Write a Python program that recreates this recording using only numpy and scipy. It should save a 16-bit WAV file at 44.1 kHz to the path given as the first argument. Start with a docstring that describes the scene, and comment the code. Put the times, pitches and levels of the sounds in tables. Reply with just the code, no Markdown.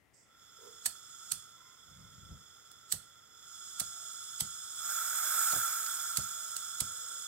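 """In a quiet room a valve spits, then butane hisses unlit through a brass torch tube whose air column whistles.
The hand scuffs, and a flint lighter is struck again and again: each rasp brings a puff that does not hold.
Faint tones glide far away as the gas ebbs; one flame flutters and is blown out. The flow then surges, turns
turbulent and eases. Filtered noise makes the gas, flint, flame and room; sines make knocks and far tones."""
import sys
import numpy as np
from scipy import signal
from scipy.fft import irfft, next_fast_len
from scipy.io import wavfile
from scipy.ndimage import uniform_filter1d

SR = 44100
rng = np.random.default_rng(int(sys.argv[2]) if len(sys.argv) > 2 else 0)


def int16_out(signal):
    """Quantize to a 16-bit WAV file."""
    q = np.round(np.clip(np.atleast_2d(signal).T, -1, 1) * 32767)
    wavfile.write(sys.argv[1], SR, q.astype(np.int16))


N = 320607

# Colour tables hold spectral density: frequency_hz, relative_db (each noise is later scaled to unit power).
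# In all tables left_db is the left level over the right, and lead_rad the phase lead of the left.

# still room: frequency_hz, relative_db
ROOM_COLOUR = [(25, -18), (55, -3), (110, 1), (200, -4.5), (500, -7), (1000, -11.5), (1600, -15.5),
               (1950, -4), (2300, -13.5), (4000, -23), (9000, -25), (16000, -28)]
ROOM_T60_S = 0.38

# first spit of the opening valve: level_db, attack_s, hold_s, t60_s
SPIT_ENVELOPE = (-68, 0.015, 0.075, 0.5)
SPIT_AT_S = 0.129
# colour of the spit: frequency_hz, relative_db
SPIT_SPECTRUM = [(4200, -24), (5000, -4), (6300, -8), (7700, 0.5), (8600, -6), (9500, -24)]

# gas flow as the hand works the valve: time_s, flow_db (relative)
GAS_FLOW = [(0.19, -132), (0.27, -88), (0.42, -69), (0.77, -60.5), (1.05, -60), (1.3, -56), (1.58, -67),
            (2.45, -65.5), (3.3, -69), (3.53, -56.5), (3.8, -52), (4.72, -50.7), (4.91, -43.8),
            (5.14, -43.5), (5.42, -39.5), (5.8, -44), (6.45, -48), (7.27, -49.5)]
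# lowest tube resonance: frequency_hz, width_hz, relative_db, left_db, lead_rad
TUBE_WHISTLE = (1355.5, 72, 0, -3.5, 0.62)
# upper tube resonances: frequency_hz, width_hz, level_db (at a flow of -47.5 dB), left_db, lead_rad,
# growth (dB per dB of flow)
TUBE_OVERTONES = [(3402, 115, -56.5, -11, -1.5, 0.56), (5224, 235, -52.5, -7.5, -2, 0.76),
                  (6954, 200, -46, -7.5, -2, 1.0), (7360, 390, -58, -6.5, -3, 1.5),
                  (7920, 180, -52.5, 3.5, 3.5, 1.2), (8260, 266, -46.5, -4.5, 4, 1.36),
                  (10170, 170, -62, -15, -2.1, 1.5)]
# turbulence around the resonances, low to high: frequency_hz, relative_db
ROAR_COLOUR = [(150, -33), (400, -21.5), (750, -9), (1100, -15), (1300, -2), (1550, 5), (1800, -7),
               (2300, -9), (3000, -21), (4500, -51)]
HISS_COLOUR = [(2700, -26), (3100, -4.5), (3750, -2), (4250, -5.5), (4900, -12.5), (5650, 2), (6100, 0.5),
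               (6700, 0.5), (7550, -6.5), (8600, 4), (9200, -22), (11000, -9), (15000, -42)]
SIZZLE_COLOUR = [(3000, -20.5), (6000, -13), (9500, -1.5), (10400, 1.5), (11100, -3.5), (12000, 8),
                 (12600, 1), (13600, 4), (14500, 5.5), (15700, -3), (17000, -10)]
# around this flow the jet breaks into full turbulence, over a range of this width
BREAKUP_DB, BREAKUP_WIDTH_DB = -46.5, 2.4
# smooth jet at that flow: relative level; then dB per dB of flow, and rise once turbulent
WHISTLE_DB, WHISTLE_GROWTH, WHISTLE_SURGE_DB = -56, 0.41, 15.5
SIZZLE_DB, SIZZLE_GROWTH, SIZZLE_SURGE_DB = -65, 0.65, 21

# hollow scuff as the hand draws away: start_s, level_db, attack_s, hold_s, t60_s
SCUFF_ENVELOPE = (0.572, -57, 0.075, 0.02, 0.45)
# colour of the scuff: frequency_hz, relative_db
SCUFF_SPECTRUM = [(200, -30.5), (340, -17), (410, -4.5), (470, 0.5), (550, -17), (800, -28), (1000, -17),
                  (1200, -24), (2500, -33)]

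# flint wheel strikes, each lighting a puff of gas: rasp_peak_s, rasp_db, half_length_s, thump_db, pop_db
# (rasp and thump relative)
FLINT_STRIKES = [(.862, -25, 0.0038, -53.5, -63.5), (1.3203, -26.5, .003, -50, -68),
                 (2.9244, -23, .0032, -42.5, -56), (3.803, -25, 0.0034, -43.5, -53),
                 (4.4067, -25, .003, -39, -62), (5.523, -32, .0055, -47, -42.5),
                 (6.174, -21.5, .002, -39, -50.5), (6.8065, -25, .0029, -39, -55)]
# the thumb nudges the wheel without a spark: time_s, relative_db, half_length_s
WHEEL_NUDGES = [(2.7165, -50, .0016), (5.865, -35, .001), (6.567, -32, 0.0018)]
# the wheel's run-up lies this far under the rasp; the gas catches this long after it
RUN_UP_DB, IGNITION_DELAY_S = -15.5, 0.01314
# colour of the flint's rasp: frequency_hz, relative_db
RASP_COLOUR = [(150, -28), (700, -16), (1500, -8.5), (2700, -9), (3300, -6), (4400, 2.5), (5300, -1.5),
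               (7300, 2.5), (8900, 0.5), (9400, 1), (11500, 1.5), (14000, -4), (16000, -5)]
# ring of the lighter's steel hood: frequency_hz, width_hz, added_gain_db (relative to the rasp's colour)
HOOD_RING = [(8050, 180, 8.5), (8820, 140, 9.5)]
# the wheel sliding before it bites: frequency_hz, relative_db
SLIDE_COLOUR = [(1500, -26), (4000, -7), (6500, -5), (7900, 5), (8800, -17), (9600, -11), (12000, -9),
                (16000, -20)]
# the lighter's case knocks in the hand: start_s, frequency_hz, relative_db, t60_s
CASE_KNOCKS = [(0.86, 1753, -34, 0.03), (.862, 690, -49, 0.062)]

# the jet blows the flame out: time_s, thump_db (relative), pop_db
FLAME_BLOWOUTS = [(2.318, -39, -69), (5.565, -48, -46.5)]
# colour of the flame's rumble: frequency_hz, relative_db
RUMBLE_COLOUR = [(25, -30), (50, -4), (90, 1), (135, 2), (200, -4.5), (280, -17), (600, -27), (1000, -42),
                 (2500, -61)]
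# colour of the flame's dry pop: frequency_hz, relative_db
POP_COLOUR = [(100, -12), (220, 0), (800, 6), (1200, -12), (3000, -26)]
# before the first blowout the flame flutters harder and harder: length, final level, growth
FLUTTER_S, FLUTTER_DB, FLUTTER_GROWTH_DB_PER_S = 0.426, -56, 20

# faint far tones: start_s, length_s, start_hz, end_hz, relative_db, octave_db (relative to the fundamental)
FAR_GLIDES = [(1.522, 0.31, 1028, 1070, -71.5, -6), (1.868, 0.28, 1077, 1050, -75, -2),
              (3.885, 0.23, 730, 625, -70, -21), (4.755, 0.23, 730, 676, -74, -20),
              (6.278, .33, 652, 601, -73, -18), (6.857, 0.42, 509, 482, -71, -20)]
FAR_BREATHINESS = 0.85  # amplitude weight of the noisy part, 0-1

CUTOFF_HZ = 15760


def from_db(db):
    """Logarithmic level: 20 dB is a tenfold amplitude."""
    return np.exp(np.maximum(db, -300) * np.log(10) / 20)


def rms_one(x):
    """Normalisation: scale to unit mean power."""
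    return x / np.sqrt(np.mean(x ** 2) + 1e-20)


def seconds():
    """Sampling: the time of every sample."""
    return np.arange(N) / SR


def bins_hz():
    """Discrete spectrum: frequencies of the FFT grid, kept above zero for logarithms."""
    return np.fft.rfftfreq(next_fast_len(N + 64, True), 1 / SR) + 1e-3


def colour(points):
    """Spectral shaping: gain interpolated in dB over logarithmic frequency."""
    hz, db = np.transpose(points)
    return from_db(np.interp(np.log(bins_hz()), np.log(hz), db))


def resonance(hz, width_hz):
    """Damped resonance: a rounded peak whose far skirts fall away steeply."""
    off = (bins_hz() - hz) / width_hz
    return 1 / np.sqrt((1 + (2 * off) ** 2) * (1 + (off / 2.54) ** 2))


def pan(left_db):
    """Level difference between the ears: half is given to each channel, with opposite sign."""
    return from_db(np.array([[left_db], [-left_db]]) / 2)


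def noise(gain, alike, left_db, lead=0):
    """Partial coherence: coloured stereo noise whose left channel is partly a phase-led copy of the right."""
    common, own = rng.standard_normal((2, 2 * gain.shape[-1])).view(complex)
    alike = np.clip(alike, 0, .99)
    left = alike * np.exp(1j * lead) * common + np.sqrt(1 - alike ** 2) * own
    stereo = irfft(np.array([left, common]) * gain)[:, :N]
    return rms_one(stereo) * pan(left_db)


def drift(rate_hz):
    """Low-pass random process: noise smoothed by two equal poles to unit RMS."""
    pole = np.exp(-2 * np.pi * rate_hz / SR)
    white = rng.standard_normal(N + SR)
    smooth = signal.lfilter([1], [1, -2 * pole, pole * pole], white)
    return rms_one(smooth[SR:])  # the filter settles during the first second


def envelope(start_s, db, attack_s, hold_s, t60_s):
    """Exponential decay after a linear rise and a hold."""
    age = seconds() - start_s
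    fade_db = -60 * np.maximum(age - attack_s - hold_s, 0) / t60_s
    return np.clip(age / attack_s, 0, 1) * from_db(db + fade_db)


def room(x, early_db, late_db, early_t60=0.16):
    """Reverberation: quick reflections from table and walls, a longer tail, and air taking off their top."""
    t = np.arange(SR // 2) / SR
    white = rng.standard_normal((2, len(t))) * (t > .004)
    early = rms_one(from_db(-60 * t / early_t60)) / np.sqrt(len(t))
    late = rms_one(from_db(-60 * t / ROOM_T60_S)) / np.sqrt(len(t))
    response = white * np.hypot(from_db(early_db) * early, from_db(late_db) * late)
    response = signal.lfilter(*signal.butter(1, 13000, fs=SR), response)
    return x + signal.fftconvolve(x, response, axes=1)[:, :N]


def standing_waves(spread_db, spacing_hz):
    """Interference: reflections lift and sink narrow strips of a steady sound, differently at each ear."""
    hz = bins_hz()
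    strips = np.arange(0, SR / 2, spacing_hz)
    depth = spread_db * np.clip(hz / 5000, 0, 1)
    ripple = rng.standard_normal((2, len(strips)))
    ripple = ripple - uniform_filter1d(ripple, size=7)  # little change of level over a broad band
    return from_db(depth * np.array([np.interp(hz, strips, row) for row in ripple]))


def still_room():
    """Diffuse background: steady noise of low coherence between the ears."""
    return from_db(-71.0) * noise(colour(ROOM_COLOUR), alike=0.34, left_db=7.5)


def valve_spit():
    """Transient outflow: the opening valve releases a brief burst of bright noise."""
    return envelope(SPIT_AT_S, *SPIT_ENVELOPE) * noise(colour(SPIT_SPECTRUM), alike=0.3, left_db=-9)


def jet_levels():
    """Transition to turbulence: all levels grow with flow, and whistle and sizzle surge at break-up."""
    flow_db = np.interp(seconds(), *np.transpose(GAS_FLOW))
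    excess_db = flow_db - BREAKUP_DB
    turbulent = (1 + np.tanh(excess_db / BREAKUP_WIDTH_DB / 2)) / 2
    whistle_db = WHISTLE_DB + WHISTLE_GROWTH * excess_db + WHISTLE_SURGE_DB * turbulent
    sizzle_db = SIZZLE_DB + SIZZLE_GROWTH * excess_db + SIZZLE_SURGE_DB * turbulent
    return whistle_db, flow_db, sizzle_db


def torch():
    """Resonance under turbulent excitation: the jet sounds the tube's air column amid roar, hiss and sizzle."""
    whistle_db, flow_db, sizzle_db = jet_levels()
    hiss_db = flow_db + 0.47 * drift(rate_hz=36)
    walls = standing_waves(spread_db=3, spacing_hz=32)

    hz, width, db, left_db, lead = TUBE_WHISTLE
    out = from_db(whistle_db + db) * noise(resonance(hz, width), 1.0, left_db, lead)

    roar_db = whistle_db - 8.5 + 0.3 * (whistle_db + 47)
    out += from_db(roar_db) * noise(walls * colour(ROAR_COLOUR), alike=0.75, left_db=-2.0, lead=-0.75)

    for hz, width, db, left_db, lead, growth in TUBE_OVERTONES:
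        overtone = noise(walls * resonance(hz, width), alike=0.94, left_db=left_db, lead=lead)
        out += from_db(db + growth * (hiss_db + 47.5)) * overtone

    out += from_db(hiss_db - 4) * noise(walls * colour(HISS_COLOUR), alike=0.59, left_db=-4, lead=-1.9)
    sizzle = noise(walls * colour(SIZZLE_COLOUR), alike=0.45, left_db=-9, lead=1.57)
    return out + from_db(sizzle_db + 4) * sizzle


def hand_scuff():
    """Friction noise: the hand scuffs away from the torch in a hollow band of noise."""
    return envelope(*SCUFF_ENVELOPE) * noise(colour(SCUFF_SPECTRUM), alike=0.39, left_db=-6.0)


def lighter(grain_db=4.0, run_up_s=0.012):
    """Friction excitation: the wheel gathers speed, then its teeth tear at the flint in uneven grains."""
    t, bite, run_up = seconds(), np.zeros(N), np.zeros(N)
    for s, db, half, *_ in FLINT_STRIKES + WHEEL_NUDGES:
        run_up += from_db(db + RUN_UP_DB) * np.exp(-np.abs(t - s) / run_up_s) * (t < s)
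        bite += from_db(db) * np.exp(-((t - s) / half) ** 2 / 2)

    grains = rms_one(from_db(grain_db * np.clip(drift(rate_hz=1750), -2, 2)))
    hood = sum(from_db(db) * resonance(hz, width) for hz, width, db in HOOD_RING)
    tearing = bite * noise(colour(RASP_COLOUR) * (1 + hood), alike=0.33, left_db=-9, lead=1.8)
    sliding = run_up * noise(colour(SLIDE_COLOUR), alike=0.26, left_db=-11.5, lead=4.3)
    dry_lighter = grains * (tearing + sliding)

    for s, hz, db, t60 in CASE_KNOCKS:
        age = np.maximum(t - s, 0)
        dry_lighter += from_db(db - 60 * age / t60) * np.sin(2 * np.pi * hz * age)
    return room(from_db(-1) * dry_lighter, early_db=-6.5, late_db=-12.5)


def flutter(attack_s=0.07, t60=0.091):
    """Unstable combustion: gain of a rumble growing unevenly until the jet blows the flame out."""
    out_s = FLAME_BLOWOUTS[0][0]
    growth_db = FLUTTER_GROWTH_DB_PER_S * np.minimum(seconds() - out_s, 0)
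    burning = envelope(out_s - FLUTTER_S - attack_s, FLUTTER_DB, attack_s, FLUTTER_S, t60)
    return burning * from_db(growth_db + 2.4 * drift(rate_hz=22))


def flame(push_s=0.0014, tail_db=-8, tail_t60=0.28, pop_t60=0.086):
    """Volume displacement: each ignition or blowout pushes the air, pops and leaves a dying rumble."""
    t, push, pop = seconds(), np.zeros(N), np.zeros(N)
    rumble = flutter()
    ignitions = [(s + IGNITION_DELAY_S, db, pop_db) for s, _, _, db, pop_db in FLINT_STRIKES]
    for s, db, pop_db in ignitions + FLAME_BLOWOUTS:
        age = t - s
        fade = -60 * np.maximum(age, 0)
        rise = np.clip(1 + age / 0.012, 0, 1)
        # one positive, then one negative swing of pressure
        push -= from_db(db + 2.0) * age / push_s * np.exp(-(age / push_s) ** 2 / 2)
        rumble += from_db(db + tail_db + fade / tail_t60) * rise
        pop += from_db(pop_db + fade / pop_t60) * rise
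    thump = push + rumble * noise(colour(RUMBLE_COLOUR), alike=0.88, left_db=1.0, lead=-0.81)
    return thump + pop * noise(colour(POP_COLOUR), alike=0.67, left_db=-3.5, lead=-0.96)


def far_tones(blur_hz=55):
    """Random modulation: gliding tones and their octaves turn breathy, and the room blurs them."""
    t, out = seconds(), np.zeros(N)
    blur = (drift(blur_hz) + 1j * drift(blur_hz)) / np.sqrt(2)
    breath = np.sqrt(1 - FAR_BREATHINESS ** 2) + FAR_BREATHINESS * blur
    for s, length, start_hz, end_hz, db, octave_db in FAR_GLIDES:
        along = np.clip((t - s) / length, 0, 1)
        pitch_hz = start_hz + (end_hz - start_hz) * along ** 2
        turn = np.exp(2j * np.pi * np.cumsum(pitch_hz) / SR)
        tone = (turn + from_db(octave_db) * turn * turn) * breath  # squaring the phasor gives the octave
        swell = np.sqrt(np.abs(np.sin(np.pi * along)))
        out += from_db(db) * swell * tone.real
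    return room(out * pan(left_db=-10), early_db=-18, late_db=-7)


def scene():
    """Superposition: the pressures of all sources add."""
    gas = valve_spit() + torch()
    return still_room() + gas + hand_scuff() + lighter() + flame() + far_tones()


def record(dry):
    """Band limitation: the microphone loses the deepest bass, and the top is cut steeply."""
    thin = signal.sosfilt(signal.butter(3, 40, "high", fs=SR, output="sos"), dry)
    return signal.sosfilt(signal.ellip(12, .1, 80, CUTOFF_HZ, fs=SR, output="sos"), thin)


dry = scene()
out = record(dry)
int16_out(out)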